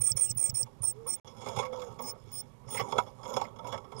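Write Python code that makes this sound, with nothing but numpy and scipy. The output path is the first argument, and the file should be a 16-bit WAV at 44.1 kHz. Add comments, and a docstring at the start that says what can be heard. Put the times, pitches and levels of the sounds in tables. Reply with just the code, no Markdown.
"""Small bird in a wooden nest box

Thin, warbling, mostly falling calls are swept sines with breath noise, low partials and chips under them.
Hops, scratches and flutters are noise bursts and grains coloured by resonances of the box and its wall.
Air puffs ring the hollow, and a dove coos outside as a low swept sine. Rumble, hum and hiss lie beneath.
A very high whine sounds around the calls; the right channel carries nearly everything and drops out once."""
import sys
import numpy as np
from scipy import signal
from scipy.io import wavfile
from scipy.ndimage import uniform_filter1d

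SR = 44100
rng = np.random.default_rng(int(sys.argv[2]) if len(sys.argv) > 2 else 0)


def pcm_store(signal):
    """Save signal as 16-bit PCM."""
    levels = np.round(np.clip(np.atleast_2d(signal), -1, 1) * 32767)
    wavfile.write(sys.argv[1], SR, levels.astype(np.int16).T)


N = 176400  # samples, 4 s

# All source levels are stated ahead of the channel gains in scene().
# Whistle of the bird, one list per call: [t/s, f/Hz, level/dB]
CALL_CURVES = [
    [(0.006, 8940, -43), (0.016, 8660, -35.5), (0.022, 9210, -23), (0.032, 9300, -53), (0.036, 9100, -38),
     (0.042, 8900, -32), (0.046, 8970, -31), (0.052, 8600, -29), (0.057, 9150, -25), (0.064, 8540, -31),
     (0.076, 8680, -23.5), (0.08, 8370, -20), (0.086, 9200, -32), (0.091, 8700, -34), (0.102, 8520, -31.5),
     (0.116, 8210, -34), (0.12, 7720, -49), (0.135, 8069, -92)],
    [(0.16, 9300, -63), (0.17, 8730, -35.5), (0.176, 9250, -27.5), (0.184, 9210, -45), (0.198, 8800, -30.5),
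     (0.208, 9120, -27.5), (0.224, 8576, -23.5), (0.27, 8470, -39.5), (0.288, 8300, -56),
     (0.298, 8240, -34.5), (0.311, 8210, -33.5), (0.318, 7840, -48), (0.328, 8150, -66)],
    [(0.365, 8900, -76), (0.374, 9070, -34.5), (0.383, 9310, -22.5), (0.39, 9100, -61), (0.395, 9130, -32),
     (0.407, 8800, -33), (0.413, 8800, -30), (0.42, 8760, -28), (0.424, 9070, -23), (0.429, 8470, -20),
     (0.434, 8940, -34), (0.443, 8630, -24.5), (0.49, 8290, -48.5), (0.496, 8020, -33.5), (0.5, 7670, -55),
     (0.515, 8060, -70)],
    [(0.54, 8900, -54), (0.546, 8860, -41), (0.552, 8570, -40), (0.561, 9300, -31), (0.566, 8900, -46.5),
     (0.572, 8600, -30), (0.583, 9400, -36), (0.592, 8500, -35), (0.614, 8620, -27), (0.626, 8960, -44),
     (0.636, 7780, -49.5), (0.648, 8140, -99)],
    [(0.817, 9460, -59), (0.823, 9200, -33.5), (0.83, 9470, -40), (0.842, 9060, -29), (0.866, 8750, -35.5),
     (0.886, 8630, -29.5), (0.914, 8370, -44), (0.93, 8800, -79)],
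    [(1.065, 9400, -86.5), (1.069, 9300, -41.5), (1.075, 9080, -43.5), (1.109, 8710, -32.5),
     (1.121, 8530, -42.5), (1.145, 8480, -36.5), (1.155, 8570, -43), (1.172, 8740, -94)],
    [(2.015, 9600, -57), (2.023, 8900, -50), (2.045, 8720, -65), (2.079, 8731, -48), (2.109, 8740, -49.5),
     (2.115, 8870, -60.5), (2.125, 8569, -81)],
    [(2.32, 9400, -64), (2.324, 9350, -60), (2.342, 8990, -44.5), (2.348, 9000, -55), (2.354, 9120, -45),
     (2.364, 8810, -48), (2.406, 8730, -45.5), (2.414, 8590, -49), (2.425, 8610, -98)],
    [(2.69, 9040, -41), (2.702, 9400, -77), (2.708, 9100, -45), (2.722, 9181, -46), (2.73, 8760, -47),
     (2.746, 9120, -41.5), (2.752, 8550, -43), (2.764, 9060, -51), (2.778, 8600, -39.5), (2.8, 8600, -73)],
    [(3.965, 9381, -106), (3.977, 9339, -69), (4.0, 9400, -45)],
]
# Instants at which the whistle catches: [t/s]
CATCH_TIMES = [0.0555, 0.0615, 0.081, 0.089, 0.204, 0.208, 0.216, 0.381, 0.409, 0.421, 0.426, 0.431, 0.437,
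               0.828, 0.846, 0.864, 0.87]
# Lower second voice under some calls, one list each: [t/s, f/Hz, level/dB]
LOW_VOICE = [
    [(0.298, 7280, -57), (0.306, 6400, -43), (0.313, 5570, -50)],
    [(0.545, 5400, -61), (0.549, 5410, -45.5), (0.625, 5520, -66.5)],
    [(0.83, 5480, -62), (0.858, 5410, -52), (0.915, 5700, -59)],
    [(1.075, 5385, -55), (1.141, 5570, -49), (1.165, 5720, -65)],
    [(2.04, 5080, -58), (2.106, 5340, -47), (2.12, 5600, -59.5)],
    [(2.325, 5050, -61.5), (2.407, 5450, -48), (2.42, 5500, -75)],
    [(2.7, 5340, -68), (2.738, 5510, -73), (2.79, 5240, -49.5)],
    [(3.965, 5220, -52.5), (3.991, 4930, -67), (4.0, 5480, -48)],
]
# Lower partials late in the second call: [t/s, f/Hz, level/dB]
UNDERTONE = [
    [(0.27, 2890, -63), (0.287, 2750, -65), (0.305, 2810, -62)],
    [(0.27, 5470, -69.5), (0.287, 5560, -54), (0.305, 5260, -52)],
]
# Breath under each call: [start t/s, end t/s, mean level/dB]
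BREATHS = [(0.008, 0.126, -52.5), (0.165, 0.269, -52), (0.268, 0.296, -63), (0.294, 0.323, -55.5),
           (0.372, 0.506, -54), (0.543, 0.626, -55), (0.819, 0.914, -60), (1.087, 1.144, -54.5),
           (2.02, 2.119, -55), (2.316, 2.406, -66.5), (2.678, 2.817, -61), (3.974, 4.005, -68)]
# Resonances heard in the breath: [f/Hz, width/Hz, relative level/dB]
THROAT = [(517, 40, 0.5), (1178, 130, -6), (2244, 47, 2), (2790, 160, -14.5), (3320, 120, -7),
          (5420, 105, 8), (6350, 620, -4), (6790, 88, 8.5), (8810, 660, -8.5)]
# Short chips closing the first calls: [t/s, level before roughening/dB, f/Hz]
CHIPS = [(0.1173, -27.5, 5530), (0.3112, -32, 5730), (0.4968, -34, 5630), (0.629, -31.5, 5560)]
# Puffs of air driving the hollow: [t/s, peak level/dB]
PUFFS = [(0.001, -39.5), (0.114, -40.5), (0.152, -37.5), (0.303, -38.5), (0.36, -40.5), (0.491, -40),
         (0.529, -40), (0.628, -43), (0.805, -41.5), (1.053, -49), (1.573, -40), (2.668, -45.5),
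         (2.814, -42.5), (3.683, -55), (3.948, -47.5)]
# Feet, beak and wings on the wood: [t/s, drive level/dB, treble relative to dull drive/dB, nominal fade/s]
KNOCKS = [(0.167, -47.5, -15, 0.01), (0.657, -48, -4, 0.013), (0.823, -46, -19, 0.015),
          (1.059, -44.5, -13, 0.024), (1.268, -48, 10, 0.014), (1.409, -46, 8, 0.036),
          (1.458, -32, -5, 0.012), (1.485, -30.5, 7.5, 0.0046), (1.561, -30.5, 5.5, 0.013),
          (1.584, -27.5, 5.5, 0.015), (1.625, -34.5, -5, 0.0082), (1.648, -37.5, 3.5, 0.013),
          (1.725, -35, -11.5, 0.011), (1.816, -38.5, 5, 0.0079), (1.987, -40.5, 7.5, 0.013),
          (2.682, -46, -5.5, 0.012), (2.744, -39, 9, 0.014), (2.793, -28.5, 7, 0.0088),
          (2.808, -31, 4, 0.0067), (2.921, -23, -14, 0.0058), (2.98, -18.5, -1.5, 0.0077),
          (2.996, -43.5, -1, 0.01), (3.061, -45, -6, 0.015), (3.231, -36.5, -6.5, 0.0052),
          (3.25, -34, -13, 0.0077), (3.338, -39.5, 15.5, 0.0036), (3.362, -21, 0, 0.0085),
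          (3.412, -23.5, -2, 0.0052), (3.558, -42.5, -13.5, 0.0076), (3.586, -39.5, -1, 0.0076),
          (3.64, -42.5, -6, 0.018), (3.668, -43, 14.5, 0.0073), (3.722, -30, 2.5, 0.0072),
          (3.736, -33.5, -12, 0.014), (3.776, -39.5, 9, 0.0041), (3.842, -45, -10, 0.0064),
          (3.917, -37.5, -6, 0.0092)]
# Claws scraping the wall: [t/s, drive level/dB, nominal fade/s]
SCRAPES = [(2.745, -36.5, 0.0066), (2.769, -27, 0.012), (2.795, -33, 0.011), (2.982, -44, 0.0078),
           (3.445, -41, 0.0082)]
# Resonances of the scraped wall: [f/Hz, width/Hz, relative level/dB]
SCRAPE_RING = [(2106, 137, 3.5), (3420, 260, -24)]
# Shuffling: [t/s, feet level/dB, feather and straw level/dB], each level taken within a reference band
SHUFFLE = [(0.0, -53.5, -91), (0.09, -118, -64), (0.22, -98, -109), (0.42, -65, -102), (0.62, -68, -90),
           (0.85, -76, -91.5), (1.18, -65.5, -75.5), (1.35, -63, -77.5), (1.48, -51.5, -60),
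           (1.63, -47.5, -68), (1.67, -62.5, -86), (1.8, -52.5, -65.5), (1.96, -60.5, -77.5),
           (2.09, -49.5, -93.5), (2.35, -96, -70), (2.6, -77, -99), (2.74, -48.5, -59.5),
           (2.86, -50.5, -71), (2.92, -52, -64), (2.96, -44.5, -62), (3.07, -57.5, -75),
           (3.15, -68.5, -83.5), (3.3, -48, -62), (3.44, -47.5, -63.5), (3.56, -64.5, -100),
           (3.69, -50, -64), (3.87, -64, -91), (4.0, -52, -65)]
# Resonances of the box: [f/Hz, width/Hz, mean relative level/dB]
BOX = [(111, 19.6, 0.5), (235.4, 31, -2), (397, 29.5, -0.5), (520, 46, 4), (685, 210, -8.5), (812, 47, 0),
       (909.6, 41, -0.5), (972, 33.4, 0.5), (1115, 41, 0), (1308, 51.6, -3.5), (1513, 180, -23.5),
       (2203, 80, -7.5), (2844, 170, -19), (3375, 95, -4), (3890, 2900, -25), (5244, 163, -8.5),
       (5467, 75, -9), (5870, 720, -18.5), (6824, 224, -10.5), (8960, 690, -19), (11740, 740, -21)]
# Dove outside, one list per coo: [t/s, f/Hz, level/dB]
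COOS = [
    [(0.93, 393, -73), (0.958, 405, -57), (0.992, 457, -51.5), (1.058, 457, -54.5), (1.072, 508, -43.5),
     (1.09, 520, -80)],
    [(1.55, 513, -72), (1.586, 505, -52), (1.694, 514, -44.5), (1.834, 501, -45), (1.894, 448, -55),
     (1.93, 393, -78.5)],
    [(3.93, 426, -66), (3.96, 444, -51), (4.0, 440, -57)],
]
# Spans of the high whine: [start t/s, end t/s]
WHINE_SPANS = [(0.0, 0.138), (0.157, 0.33), (0.349, 0.522), (0.541, 0.641), (0.828, 0.93), (1.068, 1.168),
               (2.005, 2.13), (2.318, 2.42), (2.702, 2.8)]

WARBLE_HZ, WARBLE_RATE_HZ = 39.3, 150  # rms pitch deviation and its bandwidth
ROUGH, ROUGH_RATE_HZ = .07, 600  # rms share of level fluctuation and its bandwidth
LOW_WARBLE_HZ, LOW_ROUGH = 77, 0.11
CATCH_WIDTH_S = 0.0021
BREATH_CUT_HZ, BREATH_PATCHY_DB = 9900, 3
ECHO_S, ECHO_T60_S, ECHO_DB = [.0017, .0031, .0047], .025, -16
CHIP_T60_S, CHIP_RISE_S, CHIP_FLICK_HZ, CHIP_ROUGH = .012, .001, -500, .45
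HOLLOW_HZ, HOLLOW_T60_S, PUFF_RISE_S = 120.2, 0.12, 0.0025
KNOCK_RISE_SHARE = .45  # rise time constant as a share of the fade
KNOCK_LOW_HZ, KNOCK_CUT_HZ, KNOCK_TOP_HZ = 580, 1570, 5980
BOX_SHIFT_DB, BOX_SHIFTS_PER_S = 4, 25
GRAINS_PER_S, GRAIN_SPREAD_DB = 2000, 3.5
FEET_CUT_HZ, RUSTLE_LOW_HZ, RUSTLE_CUT_HZ = 1250, 1840, 8900
RUMBLE_DB, RUMBLE_CUT_HZ, SUB_DB, SUB_CUT_HZ = -61.5, 130, -68, 74
HUM_DB, HUM_WIDTH_HZ = -61, 22
HISS_DB, HISS_CUT_HZ, PULSE_HZ, PULSE_DEPTH_DB = -82.5, 12800, 50.4, 5
WHINE_HZ, WHINE_DB, FUZZ_DB = 15625, -45.5, -30.5  # fuzz is relative to the tone
RIGHT_DB, LEFT_HISS_DB, CROSSTALK_DB = 7.5, -93, -49.5
DROPOUT_START_S, DROPOUT_END_S, CUTOFF_HZ = 1.199, 1.246, 16800


def amp(db):
    """Decibel law: amplitude ratio from a level."""
    return 10 ** (np.asarray(db) / 20)


def rms_one(x):
    """Normalisation of power: rms 1."""
    return x / np.sqrt(np.mean(x ** 2) + 1e-20)


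def in_time(rows):
    """Linear interpolation: table columns become functions of time."""
    s, *columns = np.transpose(rows)
    return [np.interp(np.arange(N) / SR, s, c) for c in columns]


def cut(x, hz, kind, order=2):
    """Butterworth filtering: a maximally flat passband."""
    return signal.sosfilt(signal.butter(order, hz, kind, fs=SR, output="sos"), x)


def band_rms_one(x, low, high):
    """Normalisation of band power: the band low-high gets rms 1."""
    return x / np.std(cut(x, [low, high], "band", order=4))


def wander(rate_hz):
    """Random fluctuation: low-passed noise of rms 1."""
    return rms_one(cut(rng.standard_normal(N), rate_hz, "low"))


def gate(spans, size):
    """Switching: on/off windows, each with a gain, their edges softened over size samples."""
    t = np.arange(N) / SR
    steps = sum(gain * ((t >= a) & (t < b)) for a, b, gain in spans)
    return uniform_filter1d(steps, size=size)


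def resonate(x, table):
    """Modal superposition: parallel two-pole resonators with alternating signs."""
    out = 0
    for k, (hz, width, db) in enumerate(table):
        r = np.exp(-np.pi * width / SR)  # pole radius sets the bandwidth
        poles = [1, -2 * r * np.cos(2 * np.pi * hz / SR), r * r]
        mode = signal.lfilter([1, 0, -1], poles, x + 1e-18)
        out = out + (-1) ** k * amp(db) * (1 - r * r) / 2 * mode
    return out


def box(x):
    """Modal coupling: the strength of each box mode drifts at random, so the wooden colour keeps changing."""
    t, steps = np.arange(N) / SR * BOX_SHIFTS_PER_S, np.arange(400)
    out = np.zeros(N)
    for k, mode in enumerate(BOX):
        drift = np.interp(t, steps, rng.standard_normal(len(steps)))
        out += (-1) ** k * resonate(x * amp(BOX_SHIFT_DB * drift), [mode])
    return out


def background():
    """Filtered random noise: air and traffic rumble, sub-bass, cavity hum and pulsing amplifier hiss."""
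    white, t = rng.standard_normal((4, N)), np.arange(N) / SR
    rumble = rms_one(box(cut(white[0], RUMBLE_CUT_HZ, "low", order=1)))
    sub = rms_one(cut(white[1], [25, SUB_CUT_HZ], "band", order=1))
    pulse = amp(PULSE_DEPTH_DB * np.cos(np.pi * PULSE_HZ * t) ** 8)  # only ever raises the hiss
    hiss = rms_one(cut(white[2], HISS_CUT_HZ, "low", order=10)) * pulse
    hum = rms_one(resonate(white[3], [(HOLLOW_HZ, HUM_WIDTH_HZ, 0)]))
    return amp(RUMBLE_DB) * rumble + amp(SUB_DB) * sub + amp(HISS_DB) * hiss + amp(HUM_DB) * hum


def shuffle():
    """Granular friction: dull random impulses for feet, bright ones for feathers and straw."""
    feet_db, rustle_db = in_time(SHUFFLE)
    shape = (2, N)
    size = amp(GRAIN_SPREAD_DB * np.minimum(rng.exponential(1, shape), 5))
    sign = rng.choice([-1, 1], shape)
    grains = size * sign * (rng.random(shape) < GRAINS_PER_S / SR)
    feet = box(cut(grains[0], FEET_CUT_HZ, "low", order=3))
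    rustle = box(cut(grains[1], [RUSTLE_LOW_HZ, RUSTLE_CUT_HZ], "band", order=1))
    feet = band_rms_one(feet, low=700, high=1450)
    rustle = band_rms_one(rustle, low=3000, high=4200)
    return amp(feet_db) * feet + amp(rustle_db) * rustle


def whine():
    """Switched pure tone: a very high sine with faint narrow-band noise around and below it."""
    fuzz = rms_one(cut(rng.standard_normal(N), [14900, 15800], "band", order=5))
    tone = np.sqrt(2) * np.sin(2 * np.pi * WHINE_HZ * np.arange(N) / SR)
    switch = gate([(a, b, 1.) for a, b in WHINE_SPANS], size=200)
    return amp(WHINE_DB) * switch * (tone + amp(FUZZ_DB) * fuzz)


def puffs():
    """Cavity resonance: soft pushes of air start a decaying sine in the hollow."""
    t, out = np.arange(SR // 4) / SR, np.zeros(N + SR)
    envelope = (1 - np.exp(-t / PUFF_RISE_S)) * amp(-60 * t / HOLLOW_T60_S)
    boom = envelope * np.sin(2 * np.pi * HOLLOW_HZ * t)
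    for s, db in PUFFS:
        out[int(s * SR):][:len(t)] += amp(db) * boom / boom.max()
    return out[:N]


def whistle(tables, wobble_hz, rough):
    """Frequency modulation: a sine follows each pitch and level curve with random wobble and roughness."""
    out, wobble = np.zeros(N), wobble_hz * wander(WARBLE_RATE_HZ)
    for rows in tables:
        a, b = int(rows[0][0] * SR), int(rows[-1][0] * SR)
        hz, db = (c[a:b] for c in in_time(rows))
        phase = 2 * np.pi * np.cumsum(hz + wobble[a:b]) / SR
        soft_ends = signal.windows.tukey(b - a, .06)
        out[a:b] += np.sqrt(2) * amp(db) * soft_ends * np.sin(phase)
    return out * (1 + rough * wander(ROUGH_RATE_HZ))


def catches():
    """Amplitude modulation: the gain dips in a bell shape to about zero at each catch."""
    t = np.arange(N) / SR
    return 1 - sum(np.exp(-((t - s) / CATCH_WIDTH_S) ** 2) for s in CATCH_TIMES)


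def breath():
    """Formant filtering: noise shaped by throat resonances, with patchy level, under each call."""
    air = cut(resonate(rng.standard_normal(N), THROAT), BREATH_CUT_HZ, "low", order=8)
    spans = gate([(a, b, amp(db)) for a, b, db in BREATHS], size=300)
    return spans * amp(BREATH_PATCHY_DB * wander(36)) * rms_one(air)


def chips():
    """Damped oscillation: each chip glides up onto its pitch and rings out with a rough level."""
    t, out = np.arange(SR // 10) / SR, np.zeros(N)
    shape = (1 - np.exp(-t / CHIP_RISE_S)) ** 2 * amp(-60 * t / CHIP_T60_S)
    flick = CHIP_FLICK_HZ * np.exp(-t / CHIP_RISE_S)
    for s, db, hz in CHIPS:
        phase = 2 * np.pi * np.cumsum(hz + flick) / SR
        out[int(s * SR):][:len(t)] += amp(db) * shape / shape.max() * np.sin(phase)
    return cut(out * (1 + CHIP_ROUGH * wander(700)), [4300, 6500], "band", order=3)


def walls(x):
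    """Flutter echo: short feedback delays repeat the sound between the walls."""
    out = x.copy()
    for s in ECHO_S:
        lag = int(s * SR)
        loop = np.r_[1, np.zeros(lag - 1), -amp(-60 * s / ECHO_T60_S)]
        out[lag:] += amp(ECHO_DB) * signal.lfilter([1], loop, x + 1e-18)[:-lag]
    return out


def bird():
    """Superposition of voices: tones and chips echo between the walls, breath noise is added dry."""
    voice = catches() * whistle(CALL_CURVES, WARBLE_HZ, ROUGH)
    voice += whistle(LOW_VOICE, LOW_WARBLE_HZ, LOW_ROUGH)
    voice += whistle(UNDERTONE, WARBLE_HZ, ROUGH)
    return walls(voice + chips()) + breath()


def bursts(rows):
    """Impact envelope: a quick exponential rise and decay at each event."""
    t, out = np.arange(SR // 8) / SR, np.zeros(N + SR)
    for s, db, fade_s in rows:
        fade_s = np.clip(fade_s, .003, .025)
        rise = 1 - np.exp(-t / (KNOCK_RISE_SHARE * fade_s))
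        out[int(s * SR):][:len(t)] += amp(db) * rise * np.exp(-t / fade_s)
    return out[:N]


def knocks():
    """Impact excitation: dull and bright noise bursts set the modes of the box ringing."""
    white = rng.standard_normal((2, N))
    dull_noise = rms_one(cut(white[0], [KNOCK_LOW_HZ, KNOCK_CUT_HZ], "band", order=1))
    bright_noise = cut(cut(white[1], KNOCK_CUT_HZ, "high"), KNOCK_TOP_HZ, "low", order=1)
    dull = bursts([(s, db, fade_s) for s, db, _, fade_s in KNOCKS]) * dull_noise
    bright = bursts([(s, db + treble_db, fade_s) for s, db, treble_db, fade_s in KNOCKS]) * bright_noise
    return amp(7.5) * box(dull + bright)


def dove():
    """Swept sine: each low coo follows its pitch curve with slight wobble and roughness."""
    return whistle(COOS, wobble_hz=5.1, rough=0.081)


def scrapes():
    """Friction excitation: short noisy drags ring mid resonances of the wall."""
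    drag = bursts(SCRAPES) * rng.standard_normal(N)
    return amp(13.5) * resonate(drag, SCRAPE_RING)


def scene():
    """Linear superposition: one microphone feeds the right; the left has faint hiss and dull crosstalk."""
    mono = background() + shuffle() + whine() + puffs() + bird() + knocks() + dove() + scrapes()
    crosstalk = amp(CROSSTALK_DB) * cut(mono, 1500, "low", order=1)
    left = amp(LEFT_HISS_DB) * wander(2953) + crosstalk
    return np.array([left, amp(RIGHT_DB) * mono])


def record(dry):
    """Gating and band limiting: both channels drop out once, then a steep low-pass removes the top."""
    t = np.arange(N) / SR
    live = uniform_filter1d(1. * ((t < DROPOUT_START_S) | (t > DROPOUT_END_S)), size=40)
    return signal.sosfilt(signal.cheby2(12, 70, CUTOFF_HZ, fs=SR, output="sos"), dry * live)


dry = scene()
out = record(dry)
pcm_store(out)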